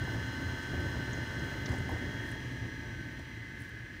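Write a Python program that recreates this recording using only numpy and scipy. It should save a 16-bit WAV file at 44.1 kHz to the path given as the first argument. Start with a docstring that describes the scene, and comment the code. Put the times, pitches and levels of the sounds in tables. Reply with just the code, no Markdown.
"""Dishwasher in a kitchen

The microphone starts close at the kick plate and backs into the room from about 1.4 s on.
The pump motor sings and buzzes on shaft and bearing lines, and its drive whistles faintly.
Spray drums in the tub, with heavier sloshes, slaps on the door and a few light ticks."""
import sys
import numpy as np
from scipy import signal
from scipy.fft import rfft, irfft
from scipy.io import wavfile
from scipy.ndimage import uniform_filter1d

SR = 44100
rng = np.random.default_rng(int(sys.argv[2]) if len(sys.argv) > 2 else 0)


def int16_out(signal):
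    """Quantize to a 16-bit WAV file."""
    q = np.round(np.clip(np.atleast_2d(signal).T, -1, 1) * 32767)
    wavfile.write(sys.argv[1], SR, q.astype(np.int16))


N = 176400

SHAFT_HZ, CAGE_HZ = 35.03, 13.1  # turning rates of the pump shaft and the bearing cage
# spectrum of water drumming in the tub (frequency [Hz], close level [dB], far level [dB])
TUB_SPECTRUM = [(22.6, -100, -102), (37.4, -70, -80), (52, -66, -62.5), (88, -55, -65.5),
                (107.5, -64.5, -64), (108, -49.5, -56.5), (131.5, -57, -63.5), (146, -63, -70.5),
                (172, -64.5, -69), (216, -67.5, -72), (265.6, -60.5, -69), (316, -66.5, -70),
                (348, -66, -73), (463, -76, -83), (590, -74.5, -84.5), (750, -81.5, -90), (970, -88, -99.5),
                (1400, -96, -99), (2500, -106, -110), (8000, -135, -140)]


def undb(db):
    """Decibels to gain."""
    return 10 ** (np.asarray(db) / 20)


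def unit(x):
    """Scale to rms 1."""
    return x / np.sqrt(np.mean(x ** 2))


def curve(rows):
    """Join (time, value) rows by straight lines."""
    return np.interp(np.arange(N) / SR, *np.array(rows).T)


def walk(rate_hz, hold=8):
    """A smooth random drift with a spread near 1."""
    steps = np.repeat(rng.standard_normal(int(rate_hz * N / SR) + 2), hold)
    smooth = 1.3 * uniform_filter1d(uniform_filter1d(steps, hold), hold)
    return np.interp(np.arange(N), np.arange(len(smooth)) * SR / rate_hz / hold, smooth)


def colour(x, hz, db):
    """Filter by a spectrum of points on a log-frequency axis."""
    f = np.maximum(np.arange(len(x) // 2 + 1) * SR / len(x), 1)
    return irfft(rfft(x) * undb(np.interp(np.log(f), np.log(hz), db)), len(x))


def at_microphone(x, spectrum, far):
    """Blend a source from its close colour (far = 0) to its far one (1); beyond that it only fades."""
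    hz, close_db, far_db = np.array(spectrum).T
    x, share = unit(x) * np.sqrt(SR / 2), np.clip(far, 0, 1)
    return ((1 - share) * colour(x, hz, close_db) + share * colour(x, hz, far_db)) / np.maximum(far, 1)


def add(out, start_s, x):
    """Mix a short sound in at a time."""
    i = max(int(start_s * SR), 0)
    out[i:i + len(x)] += x[:max(N - i, 0)]


def burst(hz, db, rise_s, decay_s):
    """Coloured noise that swells and dies away; rms 1 at its top."""
    t = np.arange(SR // 5) / SR
    shape = (1 - np.exp(-t / rise_s)) ** 2 * np.exp(-t / decay_s)
    x = colour(rng.standard_normal(len(t)), hz, db) * shape
    return x * np.sqrt(np.sum(shape ** 2) / np.sum(x ** 2)) / shape.max()


def standing_waves(x, t):
    """Narrow bands swell or drop as the microphone crosses the kitchen's loud and dead spots."""
    # spots on the way (time [s], half length [s], frequency [Hz], half width [Hz], gain [dB])
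    spots = [(1.8, 0.51, 2060, 140, 3.5), (2.2, 0.21, 1850, 68, 6.5), (2.5, 0.69, 1650, 38, 9.5),
             (2.54, 0.22, 1474, 130, -9), (3.01, 0.11, 1540, 17, 8.5), (3.15, 0.072, 1835, 30, 5),
             (3.17, 0.34, 1650, 140, -3.5), (3.43, 0.07, 2020, 100, 5.5), (3.7, 0.2, 1620, 100, 4.5),
             (2.32, 0.35, 3300, 110, 5), (3.7, 0.19, 3290, 120, -2.5), (3.3, 0.13, 4094, 50, 4),
             (2.76, 0.67, 5900, 130, 5.5), (2.25, 0.17, 6400, 98, 1), (3.9, .4, 900, 60, -8.5),
             (2.8, 0.33, 860, 56, 3)]
    f = np.arange(N // 2 + 1) * SR / N
    out, spectrum = x, rfft(x)
    for time, length, hz, width, db in spots:
        band = irfft(spectrum * np.exp(-((f - hz) / width) ** 2), N)
        gain = undb(db * np.exp(-((t - time) / length) ** 2))
        out = out + band * (gain - 1)
    return out


def cabinet(x, far, ripple_db=2.2, width_hz=45):
    """Dense resonances under the cabinet ripple the spectrum, in a pattern that shifts with distance."""
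    bins, span = N // 2 + 1, int(width_hz * N / SR)
    treble = np.clip((np.arange(bins) * SR / N - 2000) / 1000, 0, 1)  # sets in from 2 to 3 kHz
    spectrum, out, far = rfft(x), 0, np.clip(far, 0, 1)
    for share in (1 - far, far):
        ripple = uniform_filter1d(uniform_filter1d(rng.standard_normal(bins), span), span)
        ripple = unit(ripple - uniform_filter1d(ripple, 10 * span))
        out = out + share * irfft(spectrum * undb(ripple_db * treble * ripple), N)
    return out


def rustles(t):
    """Brief grainy swells of high hiss."""
    # soft rustles (time [s], half length [s], level [dB])
    swells = [(.41, .03, -69), (1.73, 0.086, -63.5), (1.92, .04, -68), (2.282, 0.057, -64),
              (3.635, 0.061, -67)]
    # their spectrum (frequency [Hz], level [dB])
    spectrum = [(500, -30), (5000, 6), (12500, -2), (16000, -3)]
    envelope = sum(undb(db) * np.exp(-((t - time) / length) ** 2) for time, length, db in swells)
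    grains = rng.standard_normal(N) * undb(3 * walk(200))
    return envelope * unit(colour(grains, *np.array(spectrum).T))


def drops(far, per_s=40, decay_s=0.0012):
    """Fine drops patter at random, each with its own pitch, fainter from across the room."""
    out, t = np.zeros(N), np.arange(SR // 40) / SR
    for when, pitch, softness in rng.random((int(per_s * N / SR), 3)):
        ping = np.sin(2 * np.pi * (4500 + 9000 * pitch) * t) * np.exp(-t / decay_s)
        db = -65 - 3.6 * np.log(0.02 + softness)  # many faint, a few louder
        add(out, when * N / SR, undb(db) * ping)
    return out * undb(-7 * far)


def ticks():
    """Light drips tick, each a short band of high noise."""
    # ticks and drips (time [s], level [dB], centre [Hz], width [octaves])
    drips = [(.038, -60, 8300, .2), (.63, -59, 7900, .15), (.8, -61, 11000, .15), (1.131, -46, 6400, 0.15),
             (1.394, -55, 6500, 0.18), (1.615, -62, 12000, .4), (1.658, -42, 5740, .2),
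             (1.661, -44, 3900, .3), (1.689, -50, 4270, 0.81), (1.717, -56, 7000, 0.29),
             (1.739, -54, 5500, 0.38), (1.782, -55, 8100, 0.26), (1.892, -58, 11100, .2),
             (1.915, -61, 12000, 0.27), (1.979, -58, 6000, .6), (2.314, -54.5, 8700, 0.25),
             (3.192, -62, 7300, 0.42), (3.604, -60, 9500, .3), (3.619, -58.5, 8900, 0.2),
             (3.69, -67, 10000, .4)]
    out, offsets = np.zeros(N), np.linspace(-4, 4, 17)
    band_db = -20 * np.log10(1 + offsets ** 4 / 2)
    for time, db, hz, width in drips:
        tick = burst(hz * 2 ** (offsets * width), band_db, rise_s=0.0007, decay_s=0.004)
        add(out, time, undb(db) * tick)
    return out


def slaps():
    """Water slaps the inside of the door with a sharp, hollow knock."""
    # hits on the door (time [s], level [dB])
    hits = [(.075, -42.5), (.143, -44), (.505, -48), (.887, -54), (.944, -45), (1.688, -43), (1.712, -44),
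            (1.729, -40), (1.744, -45), (1.891, -37.5), (1.913, -41), (1.959, -41.5), (2.064, -55),
            (2.35, -49), (3.193, -52)]
    # spectrum of a slap (frequency [Hz], level [dB])
    spectrum = [(150, -24), (300, 3), (500, -3.5), (950, 2), (1400, -21), (3000, -59), (10000, -60)]
    out = np.zeros(N)
    for time, db in hits:
        add(out, time, undb(db) * burst(*np.array(spectrum).T, rise_s=0.00049, decay_s=0.012))
    return out


def sloshes(rise_s=0.0053):
    """Heavy water splashes against the tub and sets its low modes booming."""
    # hits on the tub (time [s], level [dB])
    hits = [(.005, -47), (.15, -32), (.45, -35.5), (.73, -31.5), (0.756, -53), (.855, -37.5), (.965, -52),
            (1.09, -41), (1.175, -35), (1.455, -36.5), (1.695, -34), (1.776, -38), (1.915, -31),
            (1.935, -35), (2.604, -38), (3.189, -40), (3.605, -43.5)]
    # modes of the tub (frequency [Hz], level [dB], decay [s])
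    modes = [(80, -5, 0.028), (114.2, 0, 0.026), (263.5, -8.5, 0.013)]
    out, t = np.zeros(N), np.arange(SR // 5) / SR
    tub_hz, close_db, _ = np.array(TUB_SPECTRUM).T
    for time, hit_db in hits:
        ring = sum(undb(db) * np.exp(-t / decay) * np.sin(2 * np.pi * (hz * t + rng.random()))
                   for hz, db, decay in modes)
        boom = undb(3) * ring * (1 - np.exp(-t / rise_s))
        splash = undb(-3) * burst(tub_hz, close_db, rise_s, decay_s=0.015)
        add(out, time, undb(hit_db) * (boom + splash))
    return out


def spray(far, hits_per_s=1300, spread_db=2.5, churn_db=0.9):
    """Dense impacts of the jets drum on the tub."""
    # force of the spray as the arm turns (time [s], level [dB])
    force = [(0, -2), (.3, -4.5), (.6, -3), (.8, -0.5), (1.2, -1.5), (1.5, -4), (1.72, 1.5), (1.93, -0.5),
             (2.02, 0.5), (2.5, -1.5), (3.1, -2), (3.4, -4.5), (3.65, -2.5), (4, -5)]
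    hits = (rng.random(N) < hits_per_s / SR) * rng.choice([-1, 1], N)
    strength = undb(spread_db * rng.standard_normal(N) + churn_db * walk(16))
    return at_microphone(hits * strength, TUB_SPECTRUM, far) * undb(curve(force))


def pump_hiss(clock, far, throb_hz=154, flicker_db=0.36):
    """The pump hisses, throbbing as the bearing balls pass."""
    # hiss of pump and spray (frequency [Hz], close level [dB], far level [dB])
    spectrum = [(900, -90, -100), (1760, -80.5, -88), (2380, -89, -89.5), (2950, -96.5, -99),
                (3720, -92, -101), (4670, -101, -104), (5020, -87.5, -99), (5350, -93.5, -103),
                (5820, -97, -99), (6200, -101, -105), (6080, -90.5, -102), (7100, -100, -107),
                (8400, -104, -110), (9100, -103, -109), (10450, -108, -115), (10900, -105, -112),
                (11600, -110, -115), (15500, -112, -117)]
    throb = 1 + 0.11 * np.sin(2 * np.pi * throb_hz * clock)
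    flicker = undb(flicker_db * walk(25.2))
    return at_microphone(rng.standard_normal(N) * throb * flicker, spectrum, far)


def bearing_buzz(clock, far, size=4096):
    """A rough pattern repeats with each shaft turn; the cage puts sidebands on every harmonic."""
    # buzz through the housing (frequency [Hz], close level [dB], far level [dB])
    spectrum = [(714, -90.5, -99), (1080, -88, -90.5), (1300, -86.5, -101), (1410, -87.5, -100.5),
                (1620, -86, -88), (1820, -82.5, -91), (2080, -95, -88), (1990, -90, -97.5),
                (2120, -91.5, -83), (2380, -95, -97.5), (2600, -91, -90.5), (2880, -81.5, -93),
                (3030, -84, -87), (3310, -87, -95.5), (3800, -106.5, -100), (3660, -92.5, -93.5),
                (4200, -96, -101), (6630, -103, -112)]
    low_hz, high_hz = spectrum[0][0], spectrum[-1][0]
    out, k = 0, np.arange(size)
    in_band = (k * SHAFT_HZ > low_hz) & (k * SHAFT_HZ < high_hz)
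    for side in range(-2, 3):
        phases = np.exp(2j * np.pi * rng.random(size))
        gains = undb(4.5 * rng.standard_normal(size) - 2 * abs(side))
        one_turn = np.fft.ifft(phases * gains * in_band)
        turning = np.interp(clock * SHAFT_HZ * size % size, k, one_turn)
        out = out + np.real(turning * np.exp(2j * np.pi * side * CAGE_HZ * clock))
    return at_microphone(out, spectrum, far) * np.sqrt((high_hz - low_hz) / (SR / 2))


def bearing_whine(clock, far, hz=2915, swing_hz=65):
    """A bearing whine swings in pitch and level each time the shaft laps the cage."""
    lap_hz = SHAFT_HZ - CAGE_HZ
    lap = 2 * np.pi * lap_hz * clock + 0.5 * walk(10)
    tone = np.sin(2 * np.pi * hz * clock + swing_hz / lap_hz * np.sin(lap) + 0.5 * walk(22))
    return undb(-61 - 10 * far) * (1 + np.cos(lap - 1)) * tone


def motor_tones(clock, far, flutter_db=1.37, standing_wave_db=0.44):
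    """Tones follow the motor speed and waver; standing waves sway them as the microphone backs off."""
    # tones of the motor and its drive (frequency [Hz], close level [dB], far level [dB])
    tones = [(889, -57, -65), (959, -61, -72), (1113, -66, -77), (1269, -64, -71), (1450, -61, -71),
             (1463, -61, -71), (1528, -61, -76), (1540, -48, -58), (1554, -59, -67), (1575, -61, -66),
             (1644, -63, -63), (1671, -76, -62), (1694, -61, -62), (1715, -61, -66), (1722, -56, -62),
             (1728, -57, -62), (1734, -59, -67), (1750, -64, -70), (1774, -65, -68), (1787, -61, -69),
             (1799, -61, -72), (1812, -64, -64), (1825, -63, -69), (1847, -56, -58), (1903, -65, -69),
             (2001, -68, -66), (2023, -68, -66), (2036, -56, -57), (2058, -62, -73), (2085, -62, -67),
             (3268, -59, -68), (4094, -61, -72), (5683, -72, -83), (5905, -74, -78), (6400, -72, -87),
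             (14789, -74, -85), (15069, -78, -83), (15349, -79, -85)]
    out = 0
    for hz, close_db, far_db in tones:
        db = close_db + (far_db - close_db) * far + flutter_db * walk(14)
        db += standing_wave_db * np.clip(far, 0, 1) * walk(3.146)
        if hz > 10000:  # the drive's whistle sits a little lower in level
            db -= 1
        waver_rad = 0.15 * min(hz, 5060) / 1000 * walk(22)
        out = out + undb(db) * np.sin(2 * np.pi * (hz * clock + rng.random()) + waver_rad)
    return np.sqrt(2) * out


def scene():
    """Motor and water on one microphone, carried back from the kick plate."""
    # path of the microphone (time [s], distance [0 close, 1 far])
    retreat = [(0, 0), (1.4, 0.045), (2.1, 0.44), (2.6, 0.77), (3.1, 1.025), (4, 1.33)]
    t, far = np.arange(N) / SR, curve(retreat)
    clock = np.cumsum(1 + 0.00028 * walk(3.89)) / SR  # time as the motor keeps it, wobbling slightly
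    singing = motor_tones(clock, far) + bearing_whine(clock, far)
    buzzing = cabinet(bearing_buzz(clock, far) + pump_hiss(clock, far), far)
    motor = standing_waves(singing + buzzing, t)
    water = spray(far) + sloshes() + slaps() + ticks() + drops(far)
    return (motor + water + rustles(t))[None]


def record(dry, top_hz=15720):
    """The recorder cuts the highest treble steeply."""
    return signal.sosfilt(signal.ellip(12, 0.2, 70, top_hz, fs=SR, output="sos"), dry)


dry = scene()
out = record(dry)
int16_out(out)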